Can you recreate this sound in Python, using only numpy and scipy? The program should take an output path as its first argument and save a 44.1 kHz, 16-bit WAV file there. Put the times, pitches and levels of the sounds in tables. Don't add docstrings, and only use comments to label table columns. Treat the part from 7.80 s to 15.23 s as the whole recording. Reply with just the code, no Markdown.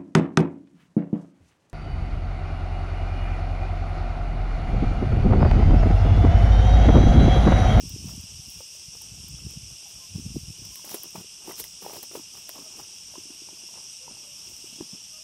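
import sys
import numpy as np
from scipy import signal
from scipy.fft import rfft, irfft
from scipy.io import wavfile
from scipy.ndimage import uniform_filter1d

SR = 44100
rng = np.random.default_rng(int(sys.argv[2]) if len(sys.argv) > 2 else 0)


def makeup_ratio(level_db):
    decades = np.asarray(level_db, float) / 20
    return 10 ** decades


def generate_wav(signal):
    frames = np.transpose(np.atleast_2d(signal))
    scaled = np.clip(frames, -1, 1) * 32767
    pcm = np.round(scaled).astype(np.int16)
    wavfile.write(sys.argv[1], SR, pcm)


N = 327663
GAIN_STEP = 64


def evened(x):
    return x / np.sqrt(np.mean(x ** 2) + 1e-20)


def steadied(x, span_s):
    return x / np.sqrt(abs(uniform_filter1d(x ** 2, int(span_s * SR))) + 0.18)


def coloured(x, spectrum):
    hz, db = np.transpose(spectrum)
    f = np.fft.rfftfreq(N, 1 / SR)
    gain = makeup_ratio(np.interp(np.log(f + 1), np.log(hz + 1), db, -90, -90))
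    return evened(irfft(rfft(x) * gain, N))


def resonate(x, hz, width_hz):
    return signal.lfilter(*signal.iirpeak(hz, hz / width_hz, SR), x)


def resonate_twice(x, hz, width_hz):
    return resonate(resonate(x, hz, width_hz), hz, width_hz)


def wander(per_s):
    smooth = uniform_filter1d(rng.standard_normal(N), int(SR / per_s / 4))
    return evened(signal.lfilter([1], [1, -np.exp(-2 * np.pi * per_s / SR)], smooth))


def crackle(per_s, spread_db, blur):
    size = makeup_ratio(spread_db * np.minimum(rng.exponential(1, N), 4))
    size = size * (rng.random(N) < per_s / SR)
    return evened(size * rng.choice([-1., 1.], N)) + blur * rng.standard_normal(N)


def add(mix, s, sound):
    part = mix[round(s * SR):][:len(sound)]
    part += sound[:len(part)]


def swell(s, hold_s, rise_s, fall_s, db):
    t = np.arange(0, N + GAIN_STEP, GAIN_STEP) / SR - s
    below = np.maximum(-t / rise_s, (t - hold_s) / fall_s)
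    return makeup_ratio(db - 20 * np.maximum(below, 0))


def together(swells):
    total = np.sqrt(np.sum(np.square(swells), axis=0))
    return np.interp(np.arange(N) / GAIN_STEP, np.arange(len(total)), total)


def cicadas(count=3, near=0.42, burst=0.4):
    # [f/Hz, width/Hz, level/dB]
    tymbal = [(2876, 470, -6.5), (3192, 650, -8.5), (5135, 170, -10), (5500, 97, -22), (5424, 500, 1.5),
              (5714, 630, 3), (6270, 660, -12.5), (8294, 756, -4.5), (8720, 470, -12), (11500, 1140, -15.5),
              (14000, 2900, -25.5)]
    # [t/s, level/dB]
    chorus = [(0.0, -44.5), (0.95, -45.5), (1.14, -45.5), (1.7, -45.5), (2.73, -46), (3.0, -45.5),
              (3.31, -46), (5.75, -45.5), (5.96, -45), (6.31, -45.5), (6.97, -45), (7.43, -46)]
    # [beats per s, depth/dB]
    throbs = [(4.1, 0.27), (23.2, 0.31), (32.1, 0), (65.0, 0)]
    clicks_per_s = 232
    t = np.arange(N) / SR
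    drive = rng.standard_normal(N)
    for _ in range(count):
        turns = np.cumsum(clicks_per_s * (1 + .012 * wander(3.))) / SR + rng.random()
        swell_db = 3.5 * np.clip(wander(2.5), -2, 1.5)
        rattle = np.exp(-(turns % 1) / burst) * rng.standard_normal(N)
        drive = drive + near * makeup_ratio(swell_db) * evened(rattle)
    drive = steadied(drive, .08)
    song = np.zeros(N)
    for hz, width_hz, db in tymbal:
        song += makeup_ratio(db + .5 * wander(7.1)) * resonate_twice(drive, hz, width_hz * 1.15)
    throb_db = sum(db * np.sin(2 * np.pi * per_s * t) for per_s, db in throbs)
    return makeup_ratio(np.interp(t, *np.transpose(chorus)) + throb_db + 2.0) * evened(song)


def steps():
    # [peak t/s, rise/s, fall/s, grinding stones level/dB, crackling leaves level/dB]
    near_steps = [(2.96, 0.092, 0.12, -67, -52), (3.05, 0.011, .12, -51, -47),
                  (3.112, .04, 0.11, -46, -39.5), (3.147, 0.018, 0.03, -43, -39),
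                  (3.24, 0.028, 0.092, -54, -56), (3.36, 0.022, 0.038, -41.5, -46),
                  (3.41, .06, 0.025, -49.5, -53), (3.7, 0.062, 0.06, -42.5, -47),
                  (3.785, .03, .04, -54, -44), (3.802, 0.035, 0.032, -47, -35.5),
                  (3.85, 0.027, 0.052, -57, -49), (4.025, 0.02, 0.22, -50.5, -48),
                  (4.09, 0.066, 0.11, -53, -55), (4.14, 0.057, 0.057, -47, -46),
                  (4.165, .03, 0.042, -48, -45), (4.195, .03, 0.024, -57, -54),
                  (4.315, 0.0088, .05, -51, -58), (4.23, 0.0056, 0.025, -46, -41),
                  (4.36, 0.049, 0.058, -44.5, -45), (4.57, 0.08, 0.092, -56.5, -54),
                  (4.69, 0.025, 0.054, -55, -50), (4.765, 0.068, 0.23, -53.5, -56),
                  (5.0, 0.1, 0.055, -49.5, -55)]
    # [peak t/s, grinding stones level/dB, crackling leaves level/dB]
    far_steps = [(.09, -69, -63), (.29, -54.5, -53), (.36, -75, -74), (.71, -68, -54), (.81, -72, -62),
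                 (.95, -76, -58), (1.15, -82, -60), (1.23, -65, -65), (1.38, -89, -70), (1.585, -82, -75),
                 (1.71, -63, -67), (1.9, -65, -77), (2.1, -63, -61), (2.21, -71, -61), (2.36, -63, -60),
                 (2.57, -83, -57), (2.7, -83, -64), (2.78, -68, -70), (2.85, -62.5, -62), (5.15, -65, -66),
                 (5.355, -58, -71), (5.5, -65.5, -73), (5.69, -59, -76), (5.89, -71, -69),
                 (5.963, -56, -78), (6.31, -57.5, -74), (6.44, -59, -68), (6.6, -65, -70), (6.7, -64, -60),
                 (6.77, -65, -62), (6.86, -63, -66), (7.01, -60, -66), (7.14, -59.5, -74)]
    # [f/Hz, width/Hz, level/dB]
    pebbles = [(173, 77, 2), (318, 185, 1.5), (371, 95, 5), (643, 140, 1.5), (877, 250, 3),
               (1140, 350, 0.5), (1420, 1300, -10.5), (2550, 620, 0)]
    # [f/Hz, level/dB]
    leaf_colour = [(1500, -6), (3000, 5.5), (6000, 7), (9000, 7.5), (12000, 8.5), (16000, 8.5)]
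    far_rise_s, far_fall_s = 0.084, 0.14
    rows = near_steps + [(s, far_rise_s, far_fall_s, *dbs) for s, *dbs in far_steps]
    grind = together([swell(s, 0, rise, fall, db) for s, rise, fall, db, _ in rows])
    crush = together([swell(s, 0, rise, fall, db) for s, rise, fall, _, db in rows])
    grind = grind + makeup_ratio(-77.5 + 4.8 * wander(8.0))
    crush = crush + makeup_ratio(-66.5 + 2.2 * wander(9.))
    stones = np.zeros(N)
    for hz, width_hz, db in pebbles:
        knocks = crackle(90, 3.9, blur=0.72)
        stones += makeup_ratio(db) * evened(resonate(resonate(knocks, hz, width_hz), hz, 3 * width_hz))
    leaves = coloured(crackle(3200, 0.89, blur=1.0), leaf_colour)
    return grind * evened(stones) + crush * leaves


def thuds():
    # [peak t/s, peak level/dB, f/Hz, grit level/dB]
    paws = [(3.046, -47, 318, 2), (3.1455, -22, 371, -13.5), (3.1508, -31.5, 371, -20),
            (3.157, -44, 352, -15), (3.2, -43, 150, -25), (3.3, -50, 150, -25), (3.662, -39, 330, -23),
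            (3.688, -37, 350, -20), (3.702, -41, 330, -20), (4.032, -40, 200, -20), (4.043, -39, 200, -20),
            (4.064, -33, 483, -20), (4.083, -38, 400, -14), (4.192, -39, 383, -20),
            (3.2578, -36.5, 350, -31), (3.3824, -26.5, 183, -29), (3.6824, -27.5, 348, -18),
            (3.393, -39, 149, -25), (3.41, -36, 169, -26), (3.67, -40, 330, -20), (3.695, -33, 350, -14),
            (3.811, -40, 150, -25), (6.962, -41, 256, -19), (7.027, -32, 231, -27), (7.15, -38, 263, -30),
            (3.803, -32, 448, -21), (4.023, -37, 440, -20), (4.0531, -34.5, 403, -8),
            (4.1337, -32, 414, -19), (4.165, -37, 300, -10), (4.1806, -34.5, 398, -21),
            (4.314, -35.5, 360, -13), (4.354, -22.5, 430, -11.5), (4.3747, -26, 363, -28),
            (4.398, -31.5, 284, -21), (4.569, -51, 348, -18), (4.762, -38, 289, -25),
            (4.789, -35, 287, -11), (4.828, -41, 264, -20), (4.99, -47, 398, -4), (4.999, -56, 200, -22),
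            (5.382, -28, 327, -32), (5.456, -39, 310, -28), (5.506, -32.5, 293, -17),
            (5.6207, -37, 323, -18), (5.7312, -37.5, 327, -25), (5.8377, -41.5, 342, -23),
            (6.313, -37, 232, -22), (6.7, -45, 328, -15), (6.72, -46, 352, -18), (6.8436, -34.5, 355, -24),
            (6.929, -38.5, 224, -19), (6.989, -36, 300, -33), (7.009, -19, 323, -24),
            (7.135, -28.5, 194, -42)]
    # [peak t/s, peak level/dB, f/Hz]
    pebble_knocks = [(0.806, -31.5, 513), (1.1511, -42, 456), (1.152, -50, 900), (1.1515, -47, 1150),
                     (.951, -46, 600), (.952, -54, 1000), (1.217, -45, 880), (3.045, -44, 704),
                     (3.093, -44, 785), (3.676, -34, 850), (3.722, -43, 1000), (3.84, -40, 2050),
                     (4.036, -39, 830), (4.086, -39, 900), (4.113, -40, 910), (4.147, -38, 700),
                     (1.38, -46.5, 715), (1.588, -45, 1260), (1.737, -44, 453), (2.995, -41.5, 985),
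                     (3.1178, -32, 872), (3.3561, -27.5, 874), (3.419, -47, 407), (3.446, -42, 400),
                     (3.693, -34, 1180), (3.708, -36, 890), (3.713, -34, 2000), (3.8, -34, 940),
                     (3.85, -45, 950), (.292, -43, 1380), (.345, -48, 900), (0.808, -39, 870),
                     (4.023, -37, 850), (4.048, -33, 920), (4.0638, -24.5, 815), (4.096, -34, 596),
                     (4.134, -35, 790), (4.16, -34, 586), (4.1077, -30, 840), (4.231, -47, 795),
                     (4.553, -42.5, 1200), (4.693, -35, 636), (4.6945, -38, 1030), (4.752, -40, 800),
                     (4.995, -36, 844), (4.993, -41, 1220), (4.758, -41, 1150), (4.782, -35.5, 1040),
                     (5.34, -39, 605), (5.3553, -31, 1010), (5.6873, -37, 920), (6.315, -45, 680),
                     (6.37, -45, 850), (7.008, -37, 625), (7.009, -40.5, 980), (7.091, -52, 950),
                     (5.889, -41.5, 970), (5.96, -49, 1275), (5.975, -41, 900), (6.31, -45, 700),
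                     (6.2793, -30, 930)]
    crest_s = 0.0031
    thud_t60_s, knock_t60_s, knock_grit_db = 0.02, 0.016, -15
    lead = 300
    rows = [(*row, thud_t60_s) for row in paws]
    rows += [(*row, knock_grit_db, knock_t60_s) for row in pebble_knocks]
    out, t = np.zeros(N), np.arange(-lead, 2700) / SR
    for s, db, hz, grit_db, t60 in rows:
        rise = np.exp(-(t * hz / 0.87) ** 2)
        fall = makeup_ratio(-60 * (np.hypot(t, crest_s) - crest_s) / np.clip(t60, .008, .12))
        fade = np.where(t < 0, rise, fall)
        swing = np.cos(2 * np.pi * hz * t) + 0.18 * np.cos(2 * np.pi * 0.56 * hz * t)
        grit = evened(resonate(resonate(rng.standard_normal(len(t)), 540, 590), 500, 720))
        blow = makeup_ratio(db) * fade * (swing / 2.46 + makeup_ratio(grit_db) * fade * grit)
        add(out, s - lead / SR, blow)
        add(out, s - lead / SR + .017, 0.16 * blow)
    return out


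def snaps():
    # [t/s, peak level/dB, centre f/Hz, body level under the
    # crack/dB]
    snap_rows = [(0.094, -28, 14700, -26), (0.3621, -34, 9780, -14), (0.411, -32, 14000, -16),
                 (0.7017, -33, 11400, -20), (1.218, -29.5, 11300, -18), (1.484, -30, 12800, -27),
                 (1.7072, -31, 11500, -14), (2.852, -31, 13500, -9), (2.906, -34, 9000, -9),
                 (2.9564, -24, 12100, -7), (3.0473, -36, 11000, -15), (3.0508, -31, 11500, -15),
                 (3.093, -23, 11500, -8), (3.111, -31, 12500, -21), (3.143, -18, 11800, -6),
                 (3.2335, -18, 13500, -27), (3.3059, -33, 13100, -13), (3.6773, -38, 11500, -10),
                 (3.7022, -34, 11500, -8), (3.795, -32, 10000, -3), (3.7205, -25, 12200, -10),
                 (3.7803, -30, 11300, -7), (3.799, -21, 11300, -13), (3.84, -24.5, 12200, -5),
                 (4.0247, -36, 11000, -12), (4.135, -32, 12000, -20), (4.1699, -31, 11900, -8),
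                 (4.229, -22, 12900, -20), (4.3365, -44, 11600, -12), (4.3685, -40, 10900, -12),
                 (4.6758, -37, 12000, -17), (4.692, -20, 12300, -8), (4.7556, -37, 11600, -10),
                 (5.0055, -35, 11100, -10), (6.7635, -37, 9990, -14),
                 (3.147, -23, 11000, -11),
        (3.152, -26, 10000, -14),
        (3.158, -32, 10000, -12),
        (3.2268, -36, 13500, -20),
        (3.802, -26, 11400, -14),
        (3.806, -30, 10500, -10),
        (3.811, -25, 11000, -17),
        (3.849, -31, 12500, -17),
    ]
    out, t = np.zeros(N), np.arange(1500) / SR
    fade = makeup_ratio(-60 * t / .0015) + .2 * makeup_ratio(-60 * t / .006) + .07 * makeup_ratio(-60 * t / .04)
    fade = fade * np.minimum(t / .00015, 1)
    for s, db, hz, body_db in snap_rows:
        burst = rng.standard_normal(len(t)) * fade
        crack = resonate_twice(burst, hz, 5200)
        body = resonate_twice(burst, 2660, 5200)
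        snap = crack / abs(crack).max() + makeup_ratio(body_db) * body / abs(body).max()
        add(out, s + .0004, makeup_ratio(db - 0.5) * snap)
    return out


def whimpers():
    # [t/s, length/s, f/Hz, level/dB, octave level/dB]
    cries = [(1.675, 0.87, 651, -79, -25), (2.047, 0.035, 765, -66.5, -25), (2.192, 0.084, 1000, -69, -20),
             (2.908, 0.04, 1040, -68.5, -22), (2.954, 0.04, 990, -65, -22), (4.837, 0.061, 614, -63, -9),
             (6.198, 0.082, 500, -63.5, -19), (6.38, 0.21, 570, -70.5, -17), (7.28, 0.21, 604, -72, -13),
             (7.3, 0.12, 1190, -74, -25), (0.609, .06, 756, -75, -25)]
    breathy = 0.44
    out, waver, flutter, unsteady = np.zeros(N), wander(32.0), wander(25.), wander(70.)
    for s, length, hz, db, octave_db in cries:
        t, at = np.arange(int(length * SR)) / SR, round(s * SR)
        arch = 0.034 * np.sin(np.pi * t / length)
        pitch = hz * (1 + arch + 0.022 * np.resize(waver[at:], len(t)))
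        phase = 2 * np.pi * np.cumsum(pitch) / SR
        flutter_db = 1.5 * np.resize(flutter[at:], len(t))
        level = makeup_ratio(db + 8.5 + flutter_db) * np.sqrt(np.hanning(len(t)))
        smear = 1 + breathy * np.resize(unsteady[at:], len(t))
        tone = np.sqrt(abs(smear)) * np.sin(phase)
        octave = makeup_ratio(octave_db) * smear * np.sin(2 * phase)
        add(out, s, level * (tone + octave))
    return out


def breeze():
    # [f/Hz, level per Hz/dB]
    eddy = [(15, -47), (25, -25), (59, 4), (96, 1), (178, -6.5), (220, -11.5), (574, -35), (900, -43),
            (1170, -41), (1980, -120)]
    # [start t/s, hold/s, level/dB]
    gust_rows = [(0.0, 0.4, -42), (0.49, 0.12, -50.5), (0.768, 0.022, -48), (.93, 0.12, -63),
                 (1.295, 0.64, -48), (2.16, 0.019, -49), (2.3, 0.38, -48.5), (2.796, 0.12, -49.5),
                 (1.16, 0.11, -58.5), (3.814, 0.084, -60.5), (4.985, 0.043, -61), (6.29, .06, -61),
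                 (6.51, 0.071, -68), (6.695, 0.038, -56)]
    # [peak t/s, peak level/dB, f/Hz]
    buffets = [(0.074, -30, 100), (0.145, -30.5, 89.5), (0.2666, -31.5, 143), (0.3796, -29.5, 162),
               (0.44, -36, 138), (0.596, -34.5, 109), (0.6829, -37, 189), (1.086, -42.5, 130),
               (1.544, -30.5, 124), (1.651, -30, 117), (1.6657, -29, 138), (1.774, -35.5, 157),
               (2.3605, -23.5, 139), (2.398, -29.5, 185), (2.4653, -24, 138), (2.5063, -32, 161),
               (2.517, -32.5, 135), (2.5636, -29, 207), (2.5671, -16.5, 224), (2.633, -36.5, 138),
               (2.703, -29, 124), (2.8205, -38, 203)]
    # [peak t/s, peak level/dB, f/Hz]
    flaps = [(0.037, -31.5, 244), (0.163, -30, 249), (0.245, -32.5, 244), (0.338, -36, 180),
             (.008, -31, 130), (0.188, -46, 110), (.257, -26, 140), (0.278, -28, 109), (.302, -41, 120),
             (.543, -37.5, 89), (2.904, -46, 200), (1.323, -35, 105), (1.404, -40, 110), (1.51, -36, 110),
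             (1.669, -35, 253), (1.834, -36.5, 90), (2.425, -34, 100), (2.486, -36, 120),
             (2.548, -31.5, 191), (2.581, -36, 110), (2.683, -31, 109), (2.384, -30, 232),
             (2.56, -33.5, 464), (3.397, -44, 169), (3.269, -46, 150), (3.33, -52, 150), (3.43, -50, 150),
             (3.459, -51, 140), (4.17, -45, 120), (5.47, -49, 200), (5.55, -50, 200), (6.9, -50, 200),
             (4.81, -43, 270), (4.8, -42, 280), (4.82, -44, 260), (7.007, -33, 181), (4.908, -52, 200),
             (7.023, -40, 236)]
    gust_rise_s, gust_fall_s = 0.049, 0.031
    churn_rise_s, churn_fall_s = 0.035, 0.026
    churn_top_db, churn_db = -23.5, -7.5
    lumps = rng.standard_normal(N) * makeup_ratio(3.1 * wander(26.0))
    rumble = steadied(coloured(lumps, eddy), 0.059)
    gains = [swell(s, hold, gust_rise_s, gust_fall_s, db) for s, hold, db in gust_rows]
    for s, db, _ in buffets:
        gains.append(swell(s, 0, churn_rise_s, churn_fall_s, min(db, churn_top_db) + churn_db))
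    out = together(gains) * rumble
    half = 900
    t = np.arange(-half, half) / SR
    for s, db, hz in buffets + flaps:
        bell = np.exp(-(t * hz / 0.43) ** 2)
        swing = bell * np.cos(2 * np.pi * hz * t + rng.uniform(-1.46, 1))
        offset = bell * swing.sum() / bell.sum()
        add(out, s - half / SR, makeup_ratio(db) * (swing - 0.52 * offset))
    return out


def yard():
    # [f/Hz, level per Hz/dB]
    air = [(18, -31), (30, 5.5), (171, 6), (225, 2.5), (336, -5), (491, -6), (998, -5), (1690, -9.5),
           (2300, -25), (2990, -40), (5060, -120)]
    # [f/Hz, level/dB]
    hiss = [(1500, -44), (2500, 16.5), (4300, -3), (7200, 16.5), (10000, 11), (12800, 7.5), (16000, -12)]
    murmur_db = -63.3 + 1.6 * np.clip(wander(11.0), -1, 2)
    murmur = makeup_ratio(murmur_db) * coloured(rng.standard_normal(N), air)
    return murmur + makeup_ratio(-56) * coloured(rng.standard_normal(N), hiss)


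def dappled(x):
    x = x - .32 * resonate(x, 4300, 450)
    z = signal.stft(x, nperseg=512)[2]
    patches = uniform_filter1d(rng.standard_normal(z.shape[::-1]).T, size=3, axis=0)
    patches = uniform_filter1d(patches, size=7, axis=1)
    return signal.istft(z * makeup_ratio(1.0 * evened(patches)), nperseg=512)[1][:N]


def scene():
    far = dappled(cicadas() + yard())
    dogs = steps() + thuds() + snaps() + whimpers()
    return (far + dogs + breeze())[None]


def thinned(x):
    # [f/Hz, share]
    dropped = [(3300, 0), (3900, .03), (4500, 0), (6000, 0), (6600, .03), (9300, .03), (9600, .14),
               (11700, .1), (12000, .2), (12500, .35), (12950, .7), (13500, .33), (14000, .2), (14500, .25),
               (15000, .6), (15700, .72), (15800, 1)]
    hz, _, z = signal.stft(x, SR, "cosine", nperseg=2048)
    patch = uniform_filter1d(uniform_filter1d(abs(z) ** 2, size=6, axis=0), size=2, axis=1)
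    whim = uniform_filter1d(rng.standard_normal(z.shape), size=14, axis=0)
    whim = uniform_filter1d(whim, size=3, axis=1)
    patch = patch * makeup_ratio(4.5 * evened(whim))
    rank = patch.argsort(axis=1).argsort(axis=1) / patch.shape[1]
    kept = rank >= np.interp(hz, *np.transpose(dropped))[:, None]
    return signal.istft(z * kept, SR, "cosine", nperseg=2048)[1][None, :N]


def top_cut(x):
    return signal.sosfilt(signal.butter(12, 16630, fs=SR, output="sos"), x)


def record(dry):
    bass_cut = signal.butter(4, 38, "high", fs=SR, output="sos")
    mix = thinned(signal.sosfilt(bass_cut, dry[0]))
    return top_cut(mix)


dry = scene()
out = record(dry)
generate_wav(out)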